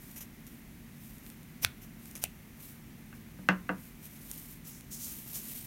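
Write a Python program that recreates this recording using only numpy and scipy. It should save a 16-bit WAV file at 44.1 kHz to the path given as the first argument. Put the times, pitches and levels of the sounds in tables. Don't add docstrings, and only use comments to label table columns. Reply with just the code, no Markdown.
import sys
import numpy as np
from scipy import signal
from scipy.fft import rfft, irfft
from scipy.io import wavfile

SR = 44100
rng = np.random.default_rng(int(sys.argv[2]) if len(sys.argv) > 2 else 0)


def int16_out(signal):
    q = np.round(np.clip(np.atleast_2d(signal).T, -1, 1) * 32767)
    wavfile.write(sys.argv[1], SR, q.astype(np.int16))


N = 249606

# time in seconds, then levels in dB of the handle clack,
# the hollow finger loops, the blade tips, the push on the hand, the closing scrape and the pivot rattle.
CLOSINGS = [(1.6478, -15.5, -36, -20.5, -29.5, -34, -44), (2.239, -31, -27, -20.5, -41, -49, -38.5)]
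# mode in Hz, relative level in dB, t60 in seconds.
HANDLE_MODES = [(1474, 2, 0.0058), (2450, 2, 0.0074), (3420, 3.5, 0.0071), (4160, 5.5, 0.0028),
                (5500, -9, 0.0094)]
# mode in Hz, relative level in dB, t60 in seconds.
BLADE_MODES = [(2740, -14, 0.0057), (3520, -7.5, 0.0044), (5800, -5, 0.0064), (6880, -3.5, 0.008),
               (8600, 4.5, 0.0027), (9950, 1.5, 0.0038), (11300, 2, 0.0042), (14900, 6, 0.0017)]


def from_db(db):
    return 10 ** (np.asarray(db) / 20)


def rms_one(x):
    return x / np.sqrt(np.mean(x ** 2) + 1e-20)


def seconds():
    return np.arange(N) / SR


def at_hz(points, hz, axis=1):
    points = np.array(points)
    log_hz = np.log(np.maximum(hz, 1))
    return np.interp(log_hz, np.log(points[:, 0]), points[:, axis])


def coloured(x, spectrum):
    gain = from_db(at_hz(spectrum, np.fft.rfftfreq(N, 1 / SR)))
    return rms_one(irfft(rfft(x) * gain, N))


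def drift(rate_hz):
    gain = 1 / (1 + (np.fft.rfftfreq(N, 1 / SR) / rate_hz) ** 2)
    return rms_one(irfft(rfft(rng.standard_normal(N)) * gain, N))


def click(s, db):
    return from_db(db) * (np.arange(N) == round(s * SR))


def soften(x, hz):
    lowpass = signal.butter(2, min(hz, .45 * SR), fs=SR, output="sos")
    return signal.sosfilt(lowpass, x + 1e-18)


def ring(force, hz, t60):
    r = from_db(-60 / (t60 * SR))
    w = 2 * np.pi * hz / SR
    return signal.lfilter([0, np.sin(w)], [1, -2 * r * np.cos(w), r * r], force + 1e-18)


def body(force, modes):
    return sum((-1) ** k * from_db(db) * ring(force, hz, t60) for k, (hz, db, t60) in enumerate(modes))


def slips(per_s, spread_db):
    sizes = from_db(spread_db * np.minimum(rng.exponential(1, N), 4))
    happens = rng.random(N) < per_s / SR
    return rms_one(sizes * rng.choice([-1, 1], N) * happens)


def swell(s, rise, fall, db):
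    t = seconds()
    width = np.where(t < s, rise, fall)
    return from_db(db) * np.exp(-np.minimum(((t - s) / width) ** 2, 60))


def stroke(start, hold, db, attack, release):
    t = seconds() - start
    return from_db(db) * np.clip(t / attack, 0, 1) * np.exp(-np.clip((t - hold) / release, 0, 60))


def snips(rebound_s=.00065, rebound_db=-5, loop_hz=750, loop_t60=0.0092, hand_hz=110, hand_t60=0.044):
    out = 0
    for s, clack_db, loop_db, tip_db, push_db, *_ in CLOSINGS:
        tips = sum(click(s + rebound_s * k ** 0.98, tip_db + k * rebound_db) for k in range(3))
        out = out + body(click(s, clack_db), HANDLE_MODES) + body(tips, BLADE_MODES)
        out = out + ring(click(s, loop_db), loop_hz, loop_t60)
        out = out + ring(click(s, push_db), hand_hz, hand_t60)
    return out


def scrape(edge_db=-5, edge_t60=.005):
    # frequency in Hz, relative density in dB per Hz.
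    steel_colour = [(700, -8.5), (1800, -10), (2400, -5), (2850, -6), (3500, -8.5), (4400, -17), (5700, -1),
                    (6600, -1.5), (8200, -10.5), (9600, -1), (10600, -5.5), (12000, 1.5), (14000, -6.5),
                    (16000, -6.5)]
    # start in seconds, hold in seconds, level in dB.
    grip_slides = [(.159, 0.025, -47), (0.204, 0.021, -47), (0.469, 0.0071, -55), (1.814, 0.028, -55.5),
                   (2.214, .006, -52)]
    closing_hz, slide_hz = 6150, 13700
    peak_before_s, rise_s, fall_s = 0.0034, 0.013, 0.0068
    friction = slips(per_s=13000, spread_db=0.5)
    rub = coloured(friction, steel_colour)
    motions = [(swell(s - peak_before_s, rise_s, fall_s, db), closing_hz) for s, *_, db, _ in CLOSINGS]
    motions += [(stroke(*row, attack=0.0034, release=0.013), slide_hz) for row in grip_slides]
    motions += judder()
    out = 0
    for envelope, hz in motions:
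        edge = rms_one(ring(friction, hz, edge_t60))
        out = out + envelope * (rub + from_db(edge_db) * edge)
    return out


def judder(count=4):
    s, gap_s, slowing, slip_share = 2.1542, 0.005, 1.44, .42
    first_db, loss_db, first_hz, climb_hz = -39.5, 2.5, 10200, 600
    run = []
    for k in range(count):
        gap = gap_s * slowing ** k
        length = slip_share * gap
        envelope = swell(s, length / 2, length, first_db - k * loss_db)
        run.append((envelope, first_hz + k * climb_hz))
        s += gap
    return run


def rattle(pivot_hz=2600, pivot_t60=0.0058, die_s=0.015):
    t = seconds()
    shake = sum(from_db(db) * (t > s) * np.exp(-np.abs(t - s) / die_s) for s, *_, db in CLOSINGS)
    jolts = np.diff(slips(per_s=6900, spread_db=7.0), prepend=0)
    return shake * rms_one(ring(jolts, pivot_hz, pivot_t60))


def ticks():
    # time in seconds, bright tick in the blades in dB, dull tick in the handles in dB.
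    catches = [(.103, -54, -63), (.115, -48, -65), (.1595, -48, -65), (.4675, -45.5, -56),
               (1.183, -49.5, -66), (1.2644, -47, -49.5), (1.3012, -44, -50), (1.431, -51, -60),
               (2.057, -45, -52), (2.1125, -44, -68), (4.3142, -30.5, -49), (4.809, -47, -51)]
    bright = sum(click(s, db) for s, db, _ in catches)
    dull = sum(click(s, db) for s, _, db in catches)
    return body(bright, BLADE_MODES) + body(dull, HANDLE_MODES)


def knocks(ring_db=-13, crack_db=-0.5, grain_db=-14, slow_lag_s=0.0064, grain_t60=.14):
    # time in seconds, strength in dB, brightness as a low-pass in Hz,
    # lowest frequency that the struck spot gives in Hz.
    touches = [(3.128, -44, 3000, 150), (3.388, -28, 348, 60), (3.4879, -11.5, 3600, 101),
               (3.6892, -39, 1280, 500), (3.6922, -20, 1890, 227), (3.6962, -12, 486, 320)]
    # mode in Hz, relative level in dB, t60 in seconds.
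    top_modes = [(135, -14, 0.37), (183, 0, 0.31), (296, -7, 0.18), (371, -10, 0.15), (506, -8, 0.13),
                 (592, -8, 0.13), (867, -14, 0.16), (937, -6, 0.13), (991, -15, 0.16), (1055, -21, 0.32),
                 (1130, -16, 0.17), (1168, -13, 0.15), (1238, -9, 0.12), (1367, -14, 0.22),
                 (1437, -10, 0.13), (1502, -5, 0.16), (1550, -12, 0.17), (1620, -3, 0.13),
                 (1755, -10, 0.12), (1803, -10, 0.19), (1868, -19, 0.23), (1938, -20, 0.22),
                 (2051, -3, 0.083), (2492, -18, 0.13), (2745, -5, 0.091), (3289, -18, 0.11)]
    # mode in Hz, relative level in dB, t60 in seconds.
    crack_modes = [(370, -13, 0.017), (770, -10.5, 0.027), (1170, 0, 0.01), (1566, 2, 0.012),
                   (2695, -8, 0.045), (4300, -11, 0.01), (5700, -3.5, 0.0026), (11200, 9, 0.00064)]
    # frequency in Hz, relative density in dB per Hz.
    overtone_colour = [(150, -12), (350, -3.5), (750, -0.5), (1050, -4), (1550, -2), (2300, -7),
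                       (2850, -3.5), (3150, -16), (3700, -17.5), (4400, -21), (6000, -17), (12000, -30)]
    force = 0
    for s, db, hz, low_hz in touches:
        highpass = signal.butter(2, low_hz, "high", fs=SR, output="sos")
        force = force + signal.sosfilt(highpass, soften(click(s, db), hz))
    top = 0
    for k, mode in enumerate(top_modes):
        lag = round(slow_lag_s * SR * top_modes[0][0] / mode[0])
        top = top + (-1) ** k * np.roll(body(force, [mode]), lag)
    overtones = coloured(rng.standard_normal(N), overtone_colour) * from_db(-60 * seconds() / grain_t60)
    blur = signal.fftconvolve(force, overtones[:SR // 2])[:N]
    return from_db(ring_db) * top + from_db(crack_db) * body(force, crack_modes) + from_db(grain_db) * blur


def rustle(flutter_db=1.4, idle_db=-66.5, rise_share=0.45):
    # fastest moment in seconds, length scale of the move in seconds, level in dB.
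    moves = [(0.056, 0.26, -55), (.52, .12, -62), (1.08, 0.22, -55.5), (1.276, 0.1, -54),
             (1.631, .022, -36), (2.085, 0.17, -56), (2.197, .03, -54), (2.234, 0.03, -43),
             (2.664, 0.16, -50.5), (3.16, 0.041, -59), (3.834, 0.17, -56), (4.049, 0.046, -47.5),
             (4.135, 0.33, -55.5), (4.35, 0.27, -48.5), (4.512, 0.11, -51.5), (4.687, 0.066, -48.5),
             (5.103, 0.28, -43.5), (5.29, 0.078, -46), (5.363, 0.07, -39), (5.516, 0.31, -43.5)]
    # frequency in Hz, relative density in dB per Hz.
    yarn_colour = [(300, -10), (1500, -14.5), (3000, -7.5), (4700, -9), (5800, -5.5), (7800, -4.5),
                   (9700, 0), (10500, -4), (12500, 4.5), (16000, -3)]
    power = from_db(idle_db) ** 2
    for s, length, db in moves:
        power = power + swell(s, rise_share * length, (1 - rise_share) * length, db) ** 2
    clumps = from_db(flutter_db * drift(50))
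    return np.sqrt(power) * clumps * coloured(slips(per_s=10000, spread_db=2.5), yarn_colour)


def drag():
    # start in seconds, hold in seconds, level in dB, attack in seconds.
    pulls = [(4.644, 0.13, -52.5, .004), (4.902, 0.046, -41.5, 0.023), (4.983, 0.064, -39.5, 0.069),
             (5.337, .018, -41, .004)]
    # frequency in Hz, relative density in dB per Hz.
    cloth_colour = [(400, -15), (1500, -25), (3000, -7.5), (4800, -2), (5500, 5), (6800, 7), (8000, 3.5),
                    (16000, 4)]
    pull = sum(stroke(*row, release=0.044) for row in pulls)
    return pull * coloured(slips(per_s=5800, spread_db=-1.5), cloth_colour)


def room(x, first_echo_s=0.0084):
    # frequency in Hz, t60 in seconds, echo level in dB.
    wall_decay = [(150, 0.16, -3.5), (700, 0.22, -13.5), (3000, 0.28, -21.5), (7050, 0.086, -19),
                  (14100, 0.19, -24)]
    t = np.arange(SR // 2) / SR
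    edges = np.geomspace(70, 18000, 9)
    echo = 0
    for low, high in zip(edges, edges[1:]):
        centre = np.sqrt(low * high)
        decay = from_db(-60 * t / at_hz(wall_decay, centre)) * (t > first_echo_s)
        tail = rng.standard_normal(len(t)) * decay / np.linalg.norm(decay)
        band = signal.butter(2, [low, high], "band", fs=SR, output="sos")
        echo = echo + from_db(at_hz(wall_decay, centre, axis=2)) * signal.sosfilt(band, tail)
    return signal.fftconvolve(x, echo)[:N]


def background(waver=1.0, air_db=-52):
    # tone in Hz, rms level in dB.
    hum_tones = [(150.7, -59.5), (226.1, -58.5)]
    # frequency in Hz, relative density in dB per Hz.
    air_colour = [(15, -25), (40, -1.5), (80, -8), (150, -5.5), (240, -5), (340, -14), (480, -23.5),
                  (1400, -26.5), (2100, -22), (3100, -29.5), (4900, -34.5), (6000, -32), (8000, -35.5),
                  (14000, -31)]
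    hum = 0
    for hz, db in hum_tones:
        phase = 2 * np.pi * hz * seconds() + waver * drift(15.6)
        hum = hum + from_db(db) * np.sqrt(2) * np.sin(phase)
    return hum + from_db(air_db) * coloured(rng.standard_normal(N), air_colour)


def scene():
    near = snips() + scrape() + rattle() + ticks() + knocks() + rustle() + drag()
    return (near + room(near) + background())[None]


def record(dry):
    return signal.sosfilt(signal.cheby2(14, 60, 16700, fs=SR, output="sos"), dry)


dry = scene()
out = record(dry)
int16_out(out)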